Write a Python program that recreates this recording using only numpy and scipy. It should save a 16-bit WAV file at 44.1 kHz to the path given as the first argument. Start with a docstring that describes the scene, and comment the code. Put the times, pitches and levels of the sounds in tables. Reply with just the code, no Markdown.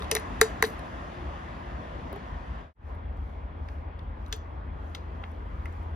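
"""A tall glass full of ice is struck by a plastic scoop; after a fade and a cut, milk is poured in and cubes crack.
Each blow sums shaped noise, damped modes of the glass, a dull knock and the resonance of the enclosed air.
Ice chips hiss, tiny ticks fizz in the milk, and sparse reflections form the room's echo.
Street noise through an open window is random short-time spectra; a far tone and a machine hum are sines.
Left and right differ in phase and level by frequency, and the far sound also in likeness."""
import sys
import numpy as np
from scipy import signal
from scipy.fft import rfft, irfft
from scipy.io import wavfile
from scipy.ndimage import uniform_filter1d

SR = 44100
rng = np.random.default_rng(int(sys.argv[2]) if len(sys.argv) > 2 else 0)


def to_wav(s):
    """Save 16-bit WAV."""
    ch = np.atleast_2d(s).T  # columns
    pcm = np.round(np.clip(ch, -1, 1) * 32767)  # PCM
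    wavfile.write(sys.argv[1], SR, pcm.astype(np.int16))


N = 262395  # length in samples

# Air outside before and after the cut, relative spectral density: [f/Hz, level/dB per Hz]
STREET_BEFORE = [(22, -26.5), (45, -0.5), (70, 0), (110, -12), (240, -14.5), (430, -22), (670, -17.5),
                 (850, -21), (1040, -18), (1450, -25), (1800, -24.5), (2300, -32), (3500, -37.5),
                 (4000, -43), (6500, -42.5), (11000, -53.5), (16000, -78)]
STREET_AFTER = [(22, -28.5), (45, 8), (65, 5), (110, -10), (170, -16), (240, -15), (400, -20.5),
                (1000, -21.5), (2000, -32), (3050, -42.5), (3300, -41), (3600, -47.5), (5000, -55.5),
                (7000, -62.5), (12000, -69.5), (16000, -79)]
# Street above the bass, level referred to its 150-3000 Hz rms: [t/s, level/dB]
HISS_LEVEL = [(0.0, -38), (0.57, -38.5), (0.81, -40), (2.22, -42), (2.6, -44), (2.9, -46), (3.32, -47),
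              (5.18, -45.5), (5.95, -45)]
# Street bass, same reference: [t/s, level/dB]
BASS_LEVEL = [(0, -41), (1, -43.5), (2.6, -41.5), (2.9, -48.5), (5.95, -50.5)]
# Change of the street's treble, swelling about twice a second after the cut: [t/s, level/dB]
TREBLE_SWELL = [(.9, -7), (1.4, -9.5), (2.7, -11), (2.88, 5.5), (3.049, -9), (3.28, 4.5), (3.54, -7.5),
                (3.72, 9), (3.87, -7.5), (4.14, -6), (4.28, 7), (4.47, -1.5), (4.72, -6.5), (4.88, 7),
                (5.07, 0), (5.29, 4.5), (5.45, 0.5), (5.74, 7), (5.95, -0.5)]
# Machine hum, and a faint far tone that swells twice; rms before the side gains: [t/s, f/Hz, level/dB]
HUM = [(2.75, 81.1, -46), (2.9, 80, -43), (5.6, 79.5, -40), (5.72, 82, -38), (6, 81.4, -35.5)]
FAR_TONE = [(1.0, 359, -65), (1.22, 353, -47.5), (1.45, 350.6, -68), (1.69, 354, -51), (2.0, 340, -89)]
# Left-right likeness, phase lead and level difference of the far sound:
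# [f/Hz, likeness, right lead/rad, left minus right level/dB]
FAR_STEREO = [(70, 0.99, .01, 1.5), (197, 0.98, 0.11, 2.5), (442, 0.33, 1, 2), (1220, 0.51, 2.6, -0.5),
              (2240, .5, 6.34, 4), (4400, 0.39, 5.3, 1.5), (6500, 0.14, 8.25, 4.5),
              (7800, .999, 9.42, -3.5), (9020, 0.99, 9.45, 2), (11500, 0.55, 12.6, 0),
              (13860, .5, 12, -2.5)]
# Left-right phase lead and level difference of the glass: [f/Hz, right lead/rad, left minus right level/dB]
NEAR_STEREO = [(100, 0.1, 3), (440, 0.53, 2), (1200, 0.92, 1), (2002, 0.5, 0.5), (4000, -2.5, 6.5),
               (5200, 1.32, 3.5), (6300, 1.4, 7.5), (8570, 2.5, -1.5), (10300, 7.5, -1), (12000, 6.5, 5),
               (14000, 8, -2), (15550, 10.5, 0)]
# Reverberation of the room: [f/Hz, t60/s]
ROOM_DECAY = [(2000, 0.2), (6000, 0.24), (14000, 0.096)]
# Ice chips shaken loose by the hard knocks, level before the band-pass: [t/s, level/dB, t60/s]
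CHIP_SPRAYS = [(.155, -52.5, .15), (.42, -51.5, 0.28), (.63, -40, .25)]
# Ice-damped modes of the glass, dry and then filling, relative level: [f/Hz, level/dB, t60/s]
DRY_MODES = [(1120, -1, 0.035), (1420, -2, 0.033), (1840, -2, .04), (2030, -1, 0.033), (2610, 0, 0.018),
             (3020, -5, .02), (3470, -8.5, 0.027), (3920, -0.5, .035), (4200, -5, 0.023),
             (4654, -7.5, 0.028), (5750, -0.5, 0.025), (6903, -6.5, 0.019), (10740, -6.5, .025),
             (11450, -8.5, .018)]
WET_MODES = [(1360, 8, 0.051), (1710, 3.5, 0.042), (2070, -0.5, 0.042), (2740, 0.5, .025),
             (3280, -1.5, 0.043), (3652, 4, 0.021), (3950, 1, 0.021), (4400, -9, 0.025), (5170, -11, 0.03),
             (5910, -9, 0.02), (6500, -17, 0.022), (10300, -20, .03), (12000, -1, .02)]
# Blows on the glass, their ringing and quick returns, and the glass being set down, peak levels:
# [t/s, crack f/Hz, level/dB, clatter f/Hz, level/dB, second clatter f/Hz, level/dB,
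# knock f/Hz, level/dB, air f/Hz, level/dB]
DRY_BLOWS = [(0.0044, 9000, -46, 3370, -39, 5750, -51.5, 1060, -54, 420, -35.5),
             (0.021, 9160, -43.5, 3342, -30, 5020, -48, 1120, -28, 450, -55.5),
             (0.0317, 9000, -45, 4150, -47, 5750, -59.5, 1250, -51, 430, -68.5),
             (0.043, 9000, -48, 3470, -38.5, 5750, -58, 1180, -56.5, 442, -64.5),
             (0.1132, 10300, -14, 5720, -13.5, 2610, -15.5, 1120, -23.5, 463, -35),
             (0.151, 10300, -13.5, 5820, -20.5, 3470, -21.5, 2030, -22.5, 438, -27),
             (0.1165, 10000, -45, 2030, -27.5, 5750, -31, 1420, -35, 440.7, -23.5),
             (0.156, 9960, -40, 2030, -25.5, 3470, -32.5, 1120, -32.5, 440, -32),
             (0.164, 12000, -30, 3430, -21.5, 5724, -28.5, 1115, -30, 443, -44.5),
             (0.1673, 9960, -39.5, 5820, -27, 2404, -25.5, 1910, -19.5, 440, -58),
             (0.177, 10030, -47.5, 4000, -44, 2610, -38, 1200, -41, 440, -59),
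             (0.197, 11000, -38, 5120, -54.5, 3380, -57, 1780, -62.5, 445.5, -62.5),
             (0.413, 10960, -8, 6900, -8.5, 4200, -11.5, 1900, -4, 440, -12),
             (0.417, 10500, -31, 5000, -25.5, 1420, -16.5, 1880, -22.5, 440, -60),
             (0.4262, 10000, -47, 3960, -28.5, 2273, -32.5, 1900, -25.5, 440, -64.5),
             (0.6246, 11500, -14.5, 3920, -19.5, 6300, -17, 1900, -5, 454, -21),
             (0.638, 10020, -37.5, 4100, -24.5, 2255, -33.5, 1810, -17.5, 438, -22.5),
             (0.645, 10000, -47, 3510, -24.5, 2100, -29, 1200, -33, 440, -62),
             (0.65, 10000, -44, 4200, -26, 2090, -41, 1290, -38.5, 440, -63),
             (0.7926, 10100, -45.5, 3630, -46, 5050, -53, 1030, -41, 440, -59.5),
             (2.128, 13000, -40.5, 3830, -47, 910, -47.5, 600, -30, 390, -36.5),
             (2.161, 12000, -50.5, 3340, -45, 890, -50, 740, -33, 405, -37.5)]
# Cubes cracking and shifting in the milk, peak levels: [t/s, crack f/Hz, level/dB, clatter f/Hz, level/dB,
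# second clatter f/Hz, level/dB, knock f/Hz, level/dB]
MILK_CRACKS = [(2.95, 12000, -62.5, 8460, -76, 4480, -77, 1800, -75),
               (3.171, 9970, -75, 7800, -62, 4500, -73, 1756, -69),
               (3.686, 10400, -58, 4766, -47.5, 2500, -42, 1780, -41),
               (3.991, 9880, -61, 5500, -60, 4400, -49, 3536, -46),
               (4.031, 10130, -68, 8000, -66, 4530, -73, 1843, -69),
               (4.262, 10000, -64, 6500, -51, 4983, -56, 3950, -45),
               (4.282, 11000, -56, 8000, -64, 4500, -67.5, 2062, -63),
               (4.317, 11000, -64, 4700, -52, 3300, -62, 1390, -41),
               (4.3256, 11500, -38, 5980, -21, 3420, -20.5, 1710, -34),
               (4.33, 10500, -50, 6040, -37, 4500, -38, 3370, -28),
               (4.3348, 10300, -52, 6200, -49, 3280, -40, 1710, -55),
               (4.356, 13300, -62, 6500, -70, 4500, -70, 1710, -71),
               (4.372, 13000, -58, 6500, -70, 4500, -68, 1710, -71),
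               (4.363, 14300, -44, 6500, -57, 4510, -71, 1710, -71),
               (4.9484, 9950, -45.5, 5140, -31.5, 3400, -26.5, 2070, -36.5),
               (4.9518, 10000, -54.5, 6500, -39.5, 3900, -37.5, 1310, -37.5),
               (4.959, 10500, -60, 6600, -53, 3280, -54, 2070, -57),
               (5.2352, 10030, -76, 4400, -59.5, 3020, -52, 1331, -35),
               (5.238, 10000, -75, 2740, -33.5, 3460, -54, 2070, -37.5),
               (5.249, 10000, -73, 3950, -54.5, 5500, -67, 2070, -58),
               (5.316, 11000, -59.5, 5550, -66, 4480, -68, 1851, -65),
               (5.656, 11000, -49, 5530, -48, 2070, -33.5, 2100, -39),
               (5.725, 10000, -68, 6980, -56, 4500, -70.5, 1757, -60),
               (5.83, 11100, -61, 7940, -62, 4540, -69, 1681, -64)]

FADE_OUT, FADE_IN = (2.6, 2.735, 1.25), (2.745, 2.9, 1.6)  # (start/s, end/s, curve power)
EDGE_HZ = 16300  # upper band limit
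ROOM_LAG_S = 0.0098  # first return from the walls
AIR_LAG_S, AIR_T60_S = 0.002, 0.11  # the air in the glass answers late
AIR_HOLD = 1.2  # over 1: the swing holds before it dies
THUMP_DB = -9.5  # thump peak relative to the air swing
MILK_AIR_HZ, MILK_AIR_DB = 438, -15  # air swing in the milk, peak relative to the knock
KNOCK_LAG_S = .0006  # the knock follows the crack
DRY_KNOCK_S, WET_KNOCK_S = .00032, .0005  # time constant of the knock: milk makes it rounder
WASH_DECAY_S, WASH_DB = .05, -19.5  # packed cubes jostling; peak before the clatter is scaled
DRY_RING_DB, WET_RING_DB = -3.5, -2  # peak of the modes before the clatter is scaled
CRACK_BAND, CLATTER_BAND, WASH_BAND = (.74, 1.24), (.89, 1.13), (.75, 1.3)  # edges as shares of the pitch


def amp(db):
    """Level in decibels as an amplitude ratio."""
    return 10 ** (np.asarray(db) / 20)


def evened(x):
    """Normalisation to unit rms."""
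    return x / np.sqrt(np.mean(x ** 2) + 1e-20)


def peaked(x, db):
    """Normalisation to a peak level."""
    return amp(db) * x / abs(x).max()


def read(points, hz):
    """Interpolation of a table's columns on a logarithmic frequency axis."""
    f, *columns = np.transpose(points)
    return [np.interp(np.log(hz + 1), np.log(f + 1), c) for c in columns]


def curve(points, t):
    """Linear interpolation of a two-column table over time."""
    return np.interp(t, *np.transpose(points))


def band(x, lo_hz, hi_hz):
    """Causal Butterworth band-pass."""
    return signal.sosfilt(signal.butter(2, [lo_hz, hi_hz], "band", fs=SR, output="sos"), x)


def add(mix, s, sound):
    """Superposition of a sound starting at s seconds."""
    part = mix[round(s * SR):][:len(sound)]
    part += sound[:len(part)]


def tone(rows):
    """Phase as the integral of frequency: a sine on a pitch and level curve, near silent outside it."""
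    s, hz, db = np.transpose(rows)
    t = np.arange(N) / SR
    level = np.sqrt(2) * amp(np.interp(t, s, db, -120, -120))
    return level * np.sin(2 * np.pi * np.cumsum(np.interp(t, s, hz)) / SR)


def street(spectrum):
    """Partial coherence: random spectra with drifting patches and lumpy bass, shared in part by left and right."""
    frames, hz = N // 256 + 5, np.fft.rfftfreq(1024, 1 / SR)
    a, b, c, d, patches = rng.standard_normal((frames, 513, 5)).T
    patches = uniform_filter1d(patches, size=10, axis=0)
    patches = evened(uniform_filter1d(patches, size=14, axis=1))
    lumps = evened(uniform_filter1d(rng.standard_normal(frames), size=20))

    likeness, lead, lean_db = (v[:, None] for v in read(FAR_STEREO, hz))
    likeness = np.clip(likeness, 0, 1)
    left, other = a + 1j * b, c + 1j * d
    right = likeness * left * np.exp(1j * lead) + np.sqrt(1 - likeness ** 2) * other
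    right = right / amp(lean_db)

    hz = hz[:, None]
    treble_db = np.clip((hz - 3500) / 3000, 0, 1) * curve(TREBLE_SWELL, np.arange(frames) * 256 / SR)
    field_db = 1.2 * patches + 0.8 * lumps * (hz < 130) + treble_db
    x = signal.istft(np.array([left, right]) * amp(field_db), nperseg=1024, noverlap=768)[1][:, :N]

    f = np.fft.rfftfreq(N, 1 / SR)
    coloured = rfft(x) * amp(read(spectrum, f)[0])  # at full length, to keep the bass peak sharp
    middle = irfft(coloured * (f > 150) * (f < 3000), N)
    return irfft(coloured, N) / np.sqrt(np.mean(middle ** 2))


def air():
    """Superposed ambience: street bass and hiss on separate level curves, with tones in phase, louder on the left."""
    t = np.arange(N) / SR
    outside = np.where(t < FADE_IN[0], street(STREET_BEFORE), street(STREET_AFTER))
    bass_share = 1 / (1 + (np.fft.rfftfreq(N, 1 / SR) / 130) ** 4)
    bass = irfft(rfft(outside) * bass_share, N)
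    hiss = outside - bass
    tones = (tone(HUM) + tone(FAR_TONE)) * amp([[.7], [-.7]])  # left and right gains in decibels
    return amp(curve(HISS_LEVEL, t)) * hiss + amp(curve(BASS_LEVEL, t)) * bass + tones


def room(x):
    """Reverberation: sparse reflections of random sign decay by band; the echo is kept above the bass."""
    taps = np.zeros(SR // 2)
    at = np.arange(0, SR // 2 - 20, 20)
    at = at + rng.integers(0, 20, len(at))
    taps[at] = rng.choice([-1., 1.], len(at))
    hz, t, z = signal.stft(taps, SR, nperseg=256)
    decay = amp(-60 * t / read(ROOM_DECAY, hz)[0][:, None])
    tail = signal.istft(z * decay, SR, nperseg=256)[1]
    tail = band(tail, 650, 14000)
    tail = tail / np.linalg.norm(tail)
    late = np.pad(x, ((0, 0), (round(ROOM_LAG_S * SR), 0)))
    return signal.fftconvolve(late, tail[None], axes=1)[:, :N]


def fizz():
    """Random impulses exciting short damped sines: tiny ticks of ice straining once the milk flows."""
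    ticks_per_s = 14
    size = amp(-76 + 2.1 * np.minimum(rng.exponential(1, N), 4)) * (rng.random(N) < ticks_per_s / SR)
    t = np.arange(800) / SR
    pick, out = rng.integers(0, 8, N), np.zeros(N)
    for k, hz in enumerate(np.geomspace(8500, 14000, num=8)):
        tick = (1 - np.exp(-t / .0006)) * amp(-60 * t / .012) * np.sin(2 * np.pi * hz * t)
        out += signal.oaconvolve(size * (pick == k), tick)[:N]
    return out * (np.arange(N) > FADE_IN[0] * SR)


def spray(db, t60):
    """Amplitude-modulated noise: ice chips skitter as ragged bright hiss that swells in and dies away."""
    t = np.arange(8000) / SR
    hiss, ragged = rng.standard_normal((2, len(t)))
    ragged = amp(3.0 * evened(uniform_filter1d(ragged, size=150)))
    envelope = (1 - np.exp(-t / .006)) * amp(-60 * t / t60)
    return amp(db) * band(hiss * ragged * envelope, 6000, 14000)


def air_column(db, hz, thump_db):
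    """Damped resonance of the air in the glass, with a rough low thump."""
    t = np.arange(8000) / SR
    thump = rng.standard_normal(len(t)) * (1 - np.exp(-t / 0.0022)) * amp(-60 * t / .05)
    thump = band(thump, 450, 900)
    envelope = (1 - np.exp(-t / 0.00094)) * amp(-60 * (t / AIR_T60_S) ** AIR_HOLD)
    swing = envelope * np.sin(2 * np.pi * hz * t)
    return peaked(swing, db) + peaked(thump, thump_db)


def clatter(modes, ring_db, centre_hz, db, t):
    """Modal excitation: modes near one pitch ring with loose noise and a wide gritty wash."""
    rattle, grit = rng.standard_normal((2, len(t))) * (1 - np.exp(-t / 0.0004)) ** 2
    # each blow lands on another spot: chance level, pitch and phase per mode
    chance = rng.standard_normal((len(modes), 3))
    ring = np.zeros(len(t))
    for (hz, mode_db, t60), (u, v, w) in zip(modes, chance):
        level_db = mode_db + 1.5 * u - 18 * abs(np.log2(hz / centre_hz))  # 18 dB less per octave away
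        ring += amp(level_db - 60 * t / t60) * np.sin(2 * np.pi * hz * (1 + 0.008 * v) * t + np.pi * w)
    ring = ring * (1 - np.exp(-t / 0.00037)) ** 2
    loose = band(rattle * amp(-60 * t / 0.013), centre_hz * CLATTER_BAND[0], centre_hz * CLATTER_BAND[1])
    wash = grit * t * amp(-60 * t / WASH_DECAY_S)
    wash = band(wash, centre_hz * WASH_BAND[0], centre_hz * WASH_BAND[1])
    return peaked(peaked(ring, ring_db) + peaked(loose, -2.5) + peaked(wash, WASH_DB), db)


def hit(modes, ring_db, knock_s, crack_hz, crack_db, clatter_hz, clatter_db, second_hz, second_db,
        knock_hz, knock_db):
    """Impact as broadband excitation: a noise crack, clatter at two pitches and a dull knock just after."""
    t = np.arange(4000) / SR
    burst, thud = rng.standard_normal((2, len(t))) * (1 - np.exp(-t / 0.00081)) ** 2
    two_stage_decay = amp(-60 * t / 0.0032) + amp(-32.5 - 60 * t / 0.027)
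    crack = band(burst * two_stage_decay, crack_hz * CRACK_BAND[0], crack_hz * CRACK_BAND[1])
    pulse = t ** 4 * np.exp(-t / knock_s) * np.sin(2 * np.pi * knock_hz * t)
    dull = band(thud * amp(-60 * t / 0.014), knock_hz / 2.9, knock_hz * 0.85)
    knock = peaked(peaked(pulse, -1.8) + peaked(dull, -6.0), knock_db)
    rattle = clatter(modes, ring_db, clatter_hz, clatter_db, t)
    rattle = rattle + clatter(modes, ring_db, second_hz, second_db, t)
    return peaked(crack, crack_db) + rattle + np.roll(knock, round(KNOCK_LAG_S * SR))


def glass():
    """Superposed impacts on the glass, with a left-right phase and level difference."""
    x = fizz()
    milk_blows = [(*row, MILK_AIR_HZ, row[-1] + MILK_AIR_DB) for row in MILK_CRACKS]
    dry_body = (DRY_MODES, DRY_RING_DB, DRY_KNOCK_S)
    wet_body = (WET_MODES, WET_RING_DB, WET_KNOCK_S)
    for body, blows in ((dry_body, DRY_BLOWS), (wet_body, milk_blows)):
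        for s, *row, air_hz, air_db in blows:
            add(x, s, hit(*body, *row))
            add(x, s + AIR_LAG_S, air_column(air_db, air_hz, air_db + THUMP_DB))
    for s, db, t60 in CHIP_SPRAYS:
        add(x, s, spray(db, t60))
    lead, lean_db = read(NEAR_STEREO, np.fft.rfftfreq(N, 1 / SR))
    right = irfft(rfft(x) * np.exp(1j * lead) / amp(lean_db), N)
    return np.array([x, right])


def scene():
    """Linear superposition of the glass, its room echo and the air."""
    near = glass()
    return near + amp(-19.5) * room(near) + air()


def record(dry):
    """Band limitation: a low cut, a fade down and up at the cut, a trace of hiss, then a treble limit."""
    t = np.arange(N) / SR
    (a, b, p), (c, d, q) = FADE_OUT, FADE_IN
    fade = np.clip((b - t) / (b - a), 0, 1) ** p + np.clip((t - c) / (d - c), 0, 1) ** q
    dry = signal.sosfilt(signal.butter(4, 36, "high", fs=SR, output="sos"), dry)  # wind filter
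    faded = dry * fade + amp(-99.5) * rng.standard_normal(dry.shape)
    low_pass = signal.firwin(511, EDGE_HZ, window=("kaiser", 9), fs=SR)
    return signal.oaconvolve(faded, low_pass[None], "same")


dry = scene()
out = record(dry)
to_wav(out)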